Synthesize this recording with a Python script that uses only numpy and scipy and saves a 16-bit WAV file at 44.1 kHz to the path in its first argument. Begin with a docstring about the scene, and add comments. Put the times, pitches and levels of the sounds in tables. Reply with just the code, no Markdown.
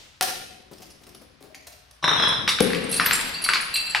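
"""Glass bottles in a tiled stone stairwell, where the hard walls echo every sound.
First an empty bottle drops onto the landing and rolls on, ticking, among soft thuds.
At about 2 seconds two full ones rattle over a step. Just after, one bursts with a boom and foams.
To the end, the other knocks down the stairs while shards clink and a broken piece rings."""
import sys
import numpy as np
from scipy import signal
from scipy.fft import rfft, irfft, next_fast_len
from scipy.io import wavfile
from scipy.ndimage import uniform_filter1d, map_coordinates

SR = 44100
rng = np.random.default_rng(int(sys.argv[2]) if len(sys.argv) > 2 else 0)


def dump_mix(stems):
    """Bounce the given channels to the path in sys.argv[1] as a 16-bit WAV at rate SR."""
    frames = np.atleast_2d(stems).T  # one column per channel
    limited = np.clip(frames, -1, 1)  # hard clip at full scale
    pcm = np.round(limited * 32767).astype(np.int16)
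    wavfile.write(sys.argv[1], SR, pcm)


N = 176400
T = np.arange(SR) / SR

# A "colour" says how strong the low and high sounds are. A "t60" is the time to fade by 60 dB.
# The colour of cracking glass. Each row: frequency in Hz, level in dB.
CRACK_COLOUR = [(300, -36), (2000, 3), (5500, 5.5), (7000, -2.5), (9000, 6.5), (11500, 1.5), (13000, -10),
                (16000, -13)]
# Stereo width. Each row: frequency in Hz, strength of the sides compared with the middle.
WIDTH = [(60, 0.067), (250, 0.88), (2000, 0.91), (8000, 0.61), (12000, 0.72)]


def amp(db):
    """Turn decibels into a number to multiply by."""
    return 10 ** (np.asarray(db) / 20)


def along(points, hz):
    """Read between the rows of a frequency table, with octaves evenly spaced."""
    freqs, values = np.transpose(points)
    return np.interp(np.log(hz + 1), np.log(freqs + 1), values)


def fade(t, t60):
    """Die away by 60 dB every t60 seconds."""
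    return np.exp(-np.log(1000) * t / t60)


def sized(x, db):
    """Give a sound the energy of 10 ms at this level."""
    return x * amp(db) * np.sqrt(SR / 100 / (np.sum(x * x) + 1e-20))


def add(track, s, x):
    """Mix x into the track, starting at s seconds."""
    part = track[round(s * SR):][:len(x)]
    part += x[:len(part)]


def filtered(x, gain):
    """Turn each frequency up or down without delaying it."""
    padded = next_fast_len(N + 8192)
    return irfft(rfft(x, padded) * gain(np.fft.rfftfreq(padded, 1 / SR)), padded)[..., :N]


def wobble(rate, shape):
    """Smooth curves that pass through `rate` random values a second."""
    at = np.arange(shape[-1]) * rate / SR
    rows = [map_coordinates(rng.standard_normal(int(at[-1]) + 4), [at]) for _ in range(shape[0])]
    return np.array(rows)


def noise(colour):
    """Stereo noise of a given colour, with its bass near the middle."""
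    def gain(hz):
        return amp(along(colour, hz)) * np.array([np.ones_like(hz), along(WIDTH, hz)])
    mid, side = filtered(rng.standard_normal((2, N)), gain)
    return np.array([mid + side, mid - side]) / np.hypot(mid.std(), side.std())


def contact(colour, db, t60, tilt_db=0, rise_s=0.00089, lumps_db=0, size=8192):
    """A short gritty push. Tilt brightens it; lumps are the chance resonances of the spot that is hit."""
    hz = np.fft.rfftfreq(size, 1 / SR)
    lump_places = np.linspace(np.log(300), np.log(16000), 30)
    lumps = np.interp(np.log(hz + 1), lump_places, rng.standard_normal(30))
    colour_db = along(colour, hz) + lumps_db * lumps + tilt_db * np.log2((hz + 300) / 2000)
    # Build a filter that rings only after the hit, never before it.
    cepstrum = irfft(np.log(amp(colour_db)))
    cepstrum[1:size // 2] *= 2
    cepstrum[size // 2 + 1:] = 0
    grit = rfft(rng.standard_normal(size) * fade(T[:size], t60) * (1 - np.exp(-T[:size] / rise_s)))
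    grit /= np.sqrt(np.abs(uniform_filter1d(np.abs(grit) ** 2, size=100)) + 1e-12)  # even out its tone
    return sized(irfft(grit * np.exp(rfft(cepstrum)))[:size // 2], db)


def ring(modes, db, scatter_db=2, detune=0.0034, rise_s=0.0033, rough=0, size=22050):
    """An object's own notes (modes), struck differently each time. They waver, as when glass turns."""
    spin_hz, spin_depth = 30, 0.55
    hz, level, t60 = np.transpose(modes)[:, :, None]
    strength, offset, phase, speed = rng.standard_normal((4, len(modes), 1))
    t = T[:size]
    spin = 1 + spin_depth * np.sin(2 * np.pi * (spin_hz * speed * t + offset))
    chatter = rough * wobble(rate=220, shape=(len(modes), size)) if rough else 0
    tones = np.sin(2 * np.pi * (hz * (1 + detune * offset) * t + phase) + chatter)
    notes = amp(level + scatter_db * strength) * fade(t, t60) * spin * tones
    return sized(notes.sum(0) * (1 - np.exp(-t / rise_s)), db)


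def clack(hz, db, t60):
    """A very short knock whose pitch starts high and sags."""
    overshoot, sag_s, rise_s = 0.91, 0.0014, 0.00027
    t = T[:SR // 10]
    cycles = hz * (t + overshoot * sag_s * (1 - np.exp(-t / sag_s)))
    return sized(np.sin(2 * np.pi * cycles) * fade(t, t60) * (1 - np.exp(-t / rise_s)), db)


def burst():
    """The glass snaps and the freed gas booms into the stairwell."""
    # The boom. Each row: frequency in Hz, level in dB.
    boom_colour = [(30, -55), (70, -8.5), (130, -13), (260, -2.5), (480, -2.5), (620, -8.5), (900, -21.5),
                   (2000, -31), (6000, -58)]
    # Notes of the air in the stairwell. Each row: pitch in Hz, level in dB, t60 in seconds.
    air_modes = [(173.2, -3, 1.0), (277, 0.5, 0.35), (343, -7, 0.53), (395, -2, 0.63), (458.5, 5, 0.49),
                 (518, 4, 0.48)]
    start_s = 2.6045
    x = np.zeros(N)
    add(x, start_s, contact(CRACK_COLOUR, db=-23, t60=0.012, tilt_db=-1.5))
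    add(x, start_s, contact(boom_colour, db=-12, t60=0.039, rise_s=0.0023))
    add(x, start_s, ring(air_modes, db=-16.5, scatter_db=-1, size=SR))
    return x


def rattle():
    """Full bottles chatter over a step. Each hit is a knock, dulled by the drink, and a rough ring."""
    # The hits. Each row: start in seconds, knock level in dB, ring level in dB.
    hits = [(2.041, -19, -16), (2.078, -19.5, -17.5), (2.09, -26, -17), (2.113, -23.5, -34),
            (2.13, -28, -23), (2.161, -26, -28), (2.177, -28.5, -20.5), (2.198, -22.5, -23),
            (2.223, -26, -15), (2.236, -21.5, -21), (2.25, -31, -23), (2.272, -23, -41), (2.289, -28, -23),
            (2.325, -27.5, -23.5), (2.479, -27, -18), (2.492, -43, -18.5)]
    # The body of a knock. Each row: frequency in Hz, level in dB.
    colour = [(30, -14), (120, 3.5), (400, 0), (750, 2), (1100, 14.5), (1700, -12), (2800, -2.5), (4000, 2),
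              (4700, -29), (9000, -19), (13000, -37)]
    # Notes of a full bottle. Each row: pitch in Hz, level in dB, t60 in seconds.
    glass_modes = [(3570, 0, 0.072), (3790, -6.5, 0.12), (3940, -3, 0.1), (5324, -5, 0.077),
                   (5950, -7, 0.04), (9800, -26, 0.037), (11130, -15, 0.036)]
    # One strong note shifts as the drink sloshes. Each row: time in seconds, pitch in Hz.
    slosh = [(2.04, 3594), (2.09, 3727), (2.13, 3697), (2.18, 3336), (2.225, 3348), (2.29, 3550),
             (2.325, 3418), (2.478, 3766)]
    # Notes that follow it. Each row: multiple of that pitch, level in dB, t60 in seconds.
    slosh_modes = [(0.999, -0.5, 0.14), (1.531, -4.5, .08)]
    graze_s, graze_db, rough = 2.026, -30, 0.65  # a light first touch on the step
    first_hz, fall_hz_per_s = 1177, 200  # the knocks get lower as the bottles roll
    x = np.zeros(N)
    add(x, graze_s, ring(glass_modes, graze_db, rise_s=0.023, rough=rough))
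    add(x, graze_s, contact(colour, graze_db, t60=0.043, rise_s=0.025))
    for s, db, ring_db in hits:
        hz = first_hz - fall_hz_per_s * (s - hits[0][0])
        add(x, s, clack(hz, db - 3.5, t60=0.014))
        add(x, s, contact(colour, db - 1.5, t60=0.025, rise_s=0.0038))
        slosh_hz = np.interp(s, *np.transpose(slosh))
        modes = glass_modes + [(slosh_hz * ratio, level, t60) for ratio, level, t60 in slosh_modes]
        add(x, s, ring(modes, ring_db - 3.5, detune=0.005, rise_s=0.0012, rough=rough))
    return x


def knocks():
    """Heavy glass hits the stone steps. Brighter blows are higher, and each trails a short crunch."""
    # The blows. Each row: start in seconds, level in dB, tilt (brightness) in dB per octave.
    blows = [(2.477, -19, 3), (2.4911, -18.5, 7.5), (2.506, -31, -0.5), (2.587, -25.5, -1),
             (2.704, -32.5, 0.5), (2.733, -26, 1), (2.748, -28.5, 5), (2.998, -15.5, -2), (3.062, -20, 0.5),
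             (3.11, -16.5, 1.5), (3.191, -29, -1), (3.263, -36.5, 6.5), (3.294, -44, -4.5),
             (3.463, -30.5, -1.5), (3.489, -17.5, -1.5), (3.535, -15.5, 3), (3.556, -22, -1),
             (3.602, -31, 0), (3.758, -25.5, 6.5), (3.948, -16.5, 0.5)]
    # Their grit and crunch. Each row: frequency in Hz, level in dB.
    colour = [(50, -36), (200, -14.5), (550, -18), (800, -10), (1150, 2), (1550, -2.5), (2400, 1),
              (3300, -5), (4600, -3), (6500, -22.5), (10000, -21.5), (15000, -45)]
    # The hollow sound of the last blow. Each row: pitch in Hz, level in dB, t60 in seconds.
    hollow_modes = [(714, 7, 0.026), (830, 19, 0.021)]
    base_hz, octaves_per_tilt = 1195, 0.094
    x = np.zeros(N)
    for s, db, tilt in blows:
        add(x, s, clack(base_hz * 2 ** (octaves_per_tilt * tilt), db - 2.5, t60=0.01))
        add(x, s, contact(colour, db - 5, t60=0.01, tilt_db=tilt, rise_s=0.0012))
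        add(x, s, contact(colour, db - 3.5, t60=0.11, tilt_db=tilt, rise_s=0.019, lumps_db=4))
    add(x, blows[-1][0], ring(hollow_modes, db=-27.5))
    return x


def shards():
    """Splinters land, ring and shed tiny bits. One large piece tumbles, ringing the same set of notes."""
    # Splinters landing. Each row: start in seconds, level in dB, middle pitch in Hz.
    landings = [(2.28, -33, 9800), (2.619, -22, 10880), (2.839, -35.5, 8870), (2.892, -31, 9850),
                (2.912, -22, 10960), (2.924, -24.5, 8720), (2.94, -21, 9260), (2.963, -20.5, 9660),
                (3.058, -16, 12200), (3.128, -17, 7600), (3.133, -20.5, 10240), (3.153, -25.5, 8900),
                (3.189, -30.5, 9380), (3.417, -27.5, 10100), (3.439, -19, 10230), (3.489, -28.5, 7920),
                (3.606, -27, 10400), (3.651, -35.5, 10550), (3.739, -32, 12950), (3.757, -30.5, 8980),
                (3.9, -30.5, 7730)]
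    # The large piece landing. Each row: start in seconds, level in dB.
    tumbles = [(2.925, -21), (2.955, -23.5), (3.338, -20), (3.438, -17), (3.458, -19.5), (3.739, -13),
               (3.761, -14.5), (3.799, -28), (3.864, -24.5), (3.895, -20.5), (3.972, -29)]
    # Its notes. Each row: pitch in Hz, level in dB, t60 in seconds.
    piece_modes = [(2675, -9.5, 0.37), (4096, -8, 0.17), (4180, -1, 0.078), (4594, -2.5, 0.28),
                   (4625, -3.5, 0.1), (7660, -15.5, 0.092), (8300, -14, 0.085), (10100, -9.5, 0.073),
                   (13300, -14, 0.043)]
    pitch_spread, splinter_t60, mean_delay_s = 0.035, 0.07, 0.03
    x = np.zeros(N)
    for s, db, hz in landings:
        pitches = hz * np.exp(pitch_spread * rng.standard_normal(20))
        modes = [(pitch, 0, splinter_t60) for pitch in pitches]
        add(x, s, ring(modes, db - 3.5, scatter_db=3, size=6000))
        add(x, s, contact(CRACK_COLOUR, db - 12, t60=0.11))
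        for delay in rng.exponential(mean_delay_s, 3):  # three tiny bits
            add(x, s + delay, contact(CRACK_COLOUR, db - 15, t60=0.026, lumps_db=4, size=2048))
    for s, db in tumbles:
        add(x, s, ring(piece_modes, db - 5, detune=0.002, rise_s=0.0029, rough=0.55))
    return x


def empty_bottle():
    """An empty bottle lands with a hard crunch, then rolls with small hollow ticks."""
    # The landing. Each row: start in seconds, level in dB, t60 in seconds, tilt in dB per octave.
    drop = [(0.21, -21.5, 0.0058, 0.5), (0.2116, -27.5, 0.053, 0), (0.224, -23, 0.017, 6),
            (0.2283, -23.5, 0.027, 3)]
    # The rolling. Each row: start in seconds, level in dB, t60 in seconds.
    ticks = [(.732, -49.5, 0.032), (0.781, -51, 0.038), (.818, -44.5, 0.08), (.829, -52, 0.019),
             (.9, -48, 0.083), (1.034, -51.5, 0.035), (1.067, -52, 0.017), (1.091, -51.5, 0.012),
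             (1.147, -46, 0.021), (1.4255, -51, 0.0074), (1.5454, -44, 0.038), (1.6684, -40.5, 0.04),
             (1.72, -50, 0.064), (1.9094, -51, 0.02)]
    # The colours of both. Each row: frequency in Hz, level in dB.
    drop_colour = [(100, -11), (400, 1), (750, 0.5), (1000, 3), (1400, 4.5), (2200, 1.5), (4500, 2),
                   (6200, 0.5), (7300, -9.5), (9000, -1.5), (12000, -8), (15500, -13)]
    tick_colour = [(100, -32), (650, 8), (1000, 1.5), (1800, 2), (3200, 4.5), (6000, 7), (7400, -5),
                   (9000, 5.5), (11500, -0.5), (15000, -8.5)]
    # The notes of both. Each row: pitch in Hz, level in dB, t60 in seconds.
    drop_modes = [(739, -0.5, 0.077), (1415, -3, 0.039), (3160, 2, 0.016), (4620, -1, 0.012)]
    hollow_modes = [(630, 4.5, 0.14), (744, 3, 0.26)]
    wall_bump_s, end_knock_s = 1.5, 1.5455  # it reaches the wall, then knocks against it
    x = np.zeros(N)
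    for s, db, t60, tilt in drop:
        add(x, s, contact(drop_colour, db, t60, tilt))
    add(x, drop[0][0], ring(drop_modes, db=-25, rough=0.59))
    for s, db, t60 in ticks:
        add(x, s, contact(tick_colour, db, t60, rise_s=0.005, lumps_db=4))
        add(x, s, ring(hollow_modes, db - 11.5, detune=0.033))
    add(x, wall_bump_s, ring(hollow_modes, db=-50, rough=0.6))
    add(x, end_knock_s, clack(hz=1500, db=-44, t60=0.011))
    return x


def thuds():
    """Soft dull bumps on the stone, like footsteps."""
    # The bumps. Each row: start in seconds, level in dB.
    bumps = [(.711, -41), (.8, -45), (1.011, -51), (1.065, -46), (1.147, -50.5), (1.212, -47), (1.404, -47),
             (1.433, -45), (1.48, -56.5), (1.51, -64)]
    # Their dull colour. Each row: frequency in Hz, level in dB.
    colour = [(40, -17), (150, -3.5), (300, 3.5), (500, -2.5), (900, -10.5), (3000, -24.5)]
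    x = np.zeros(N)
    for s, db in bumps:
        add(x, s, contact(colour, db, t60=0.085, rise_s=0.0096))
    return x


def foam():
    """Spilt drink splashes and foams: noise that swells after the burst."""
    # Its loudness. Each row: time in seconds, level in dB.
    levels = [(2.6, -47), (2.64, -31.5), (2.8, -37), (3.2, -32.5), (3.6, -41.5), (4, -39.5)]
    # Its colour. Each row: frequency in Hz, level in dB.
    colour = [(60, 3.5), (400, -3), (800, 2.5), (2000, 5), (4500, -1), (7000, -19), (11000, -22),
              (15000, -37)]
    db = np.interp(np.arange(N) / SR, *np.transpose(levels), left=-120)
    return amp(db) * noise(colour)


def stairwell(x, block=6300):
    """Hard walls send back dense echoes. Each short block of sound gets a fresh tail of fading noise."""
    # How long the echoes last. Each row: frequency in Hz, t60 in seconds.
    echo_t60 = [(100, 2.53), (400, 1.26), (1000, 0.55), (2800, 0.92), (5000, 0.76), (8000, 0.68),
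                (12000, 0.61), (16000, 0.39)]
    wall_delay_s, build_s, tail_s, grain_db = 0.003, 0.0016, 1.3, 2
    out = np.zeros((2, N))
    hz, t, spectra = signal.stft(rng.standard_normal((2, N)), SR, nperseg=256)
    spectra[1] *= along(WIDTH, hz)[:, None]
    t = t[t < tail_s]
    shape = fade(t, along(echo_t60, hz)[:, None]) * (1 - np.exp(-(t + 0.00057) / build_s))
    for i in range(0, N, block):
        pick = rng.integers(spectra.shape[2] - len(t))
        mid, side = signal.istft(spectra[:, :, pick:pick + len(t)] * shape, SR, nperseg=256)[1]
        grain = amp(grain_db * wobble(rate=300, shape=(1, len(mid))))
        tail = grain * np.array([mid + side, mid - side]) / np.linalg.norm(grain * mid)
        for ear, echo in zip(out, signal.fftconvolve(x[None, i:i + block], tail, axes=1)):
            add(ear, i / SR + wall_delay_s, echo)
    return out


def background():
    """An earlier echo dies away over the quiet rumble of the building."""
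    # The colours of both. Each row: frequency in Hz, level in dB.
    rumble_colour = [(20, -26), (58, 7), (130, -3), (400, -37), (1000, -11.5), (5000, -16.5), (15000, -54)]
    echo_colour = [(100, -2), (700, -4), (1200, -10.5), (3000, -0.5),
                   (6000, -5.5), (8000, -10.5), (15000, -25)]
    echo = amp(-46.5) * fade(np.arange(N) / SR, t60=0.87) * noise(echo_colour)
    return echo + amp(-58) * noise(rumble_colour)


def scene():
    """Each hit is heard directly and by way of the walls, over the foam and the background."""
    # Each pair: a sound, the level of its echo in dB.
    sources = [(empty_bottle(), -2), (thuds(), -4.5), (rattle(), -1),
               (knocks(), -5.5), (burst(), -6), (shards(), -5.5)]
    direct = sum(x for x, _ in sources)
    echoes = stairwell(sum(x * amp(echo_db) for x, echo_db in sources))
    return direct + echoes + foam() + background()


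def record(dry):
    """The microphone hears more low notes on the left, rounds off peaks and loses the highest treble."""
    # The lean to the left. Each row: frequency in Hz, how much louder the left side is in dB.
    left_bias = [(50, 1.5), (110, 4.5), (200, 7), (380, 14.5), (700, 6.5), (1290, 4), (2380, 1), (4400, 0),
                 (15000, 0)]
    ceiling, top_hz = 0.85, 15800

    def balance(hz):
        sides = amp(along(left_bias, hz) * np.array([[0.5], [-0.5]]))
        return sides / sides.mean(0)
    x = filtered(dry, balance)
    rounded = x / (1 + (x / ceiling) ** 4) ** 0.25
    return filtered(rounded, lambda hz: 1 / (1 + (hz / top_hz) ** 90))


dry = scene()
out = record(dry)
dump_mix(out)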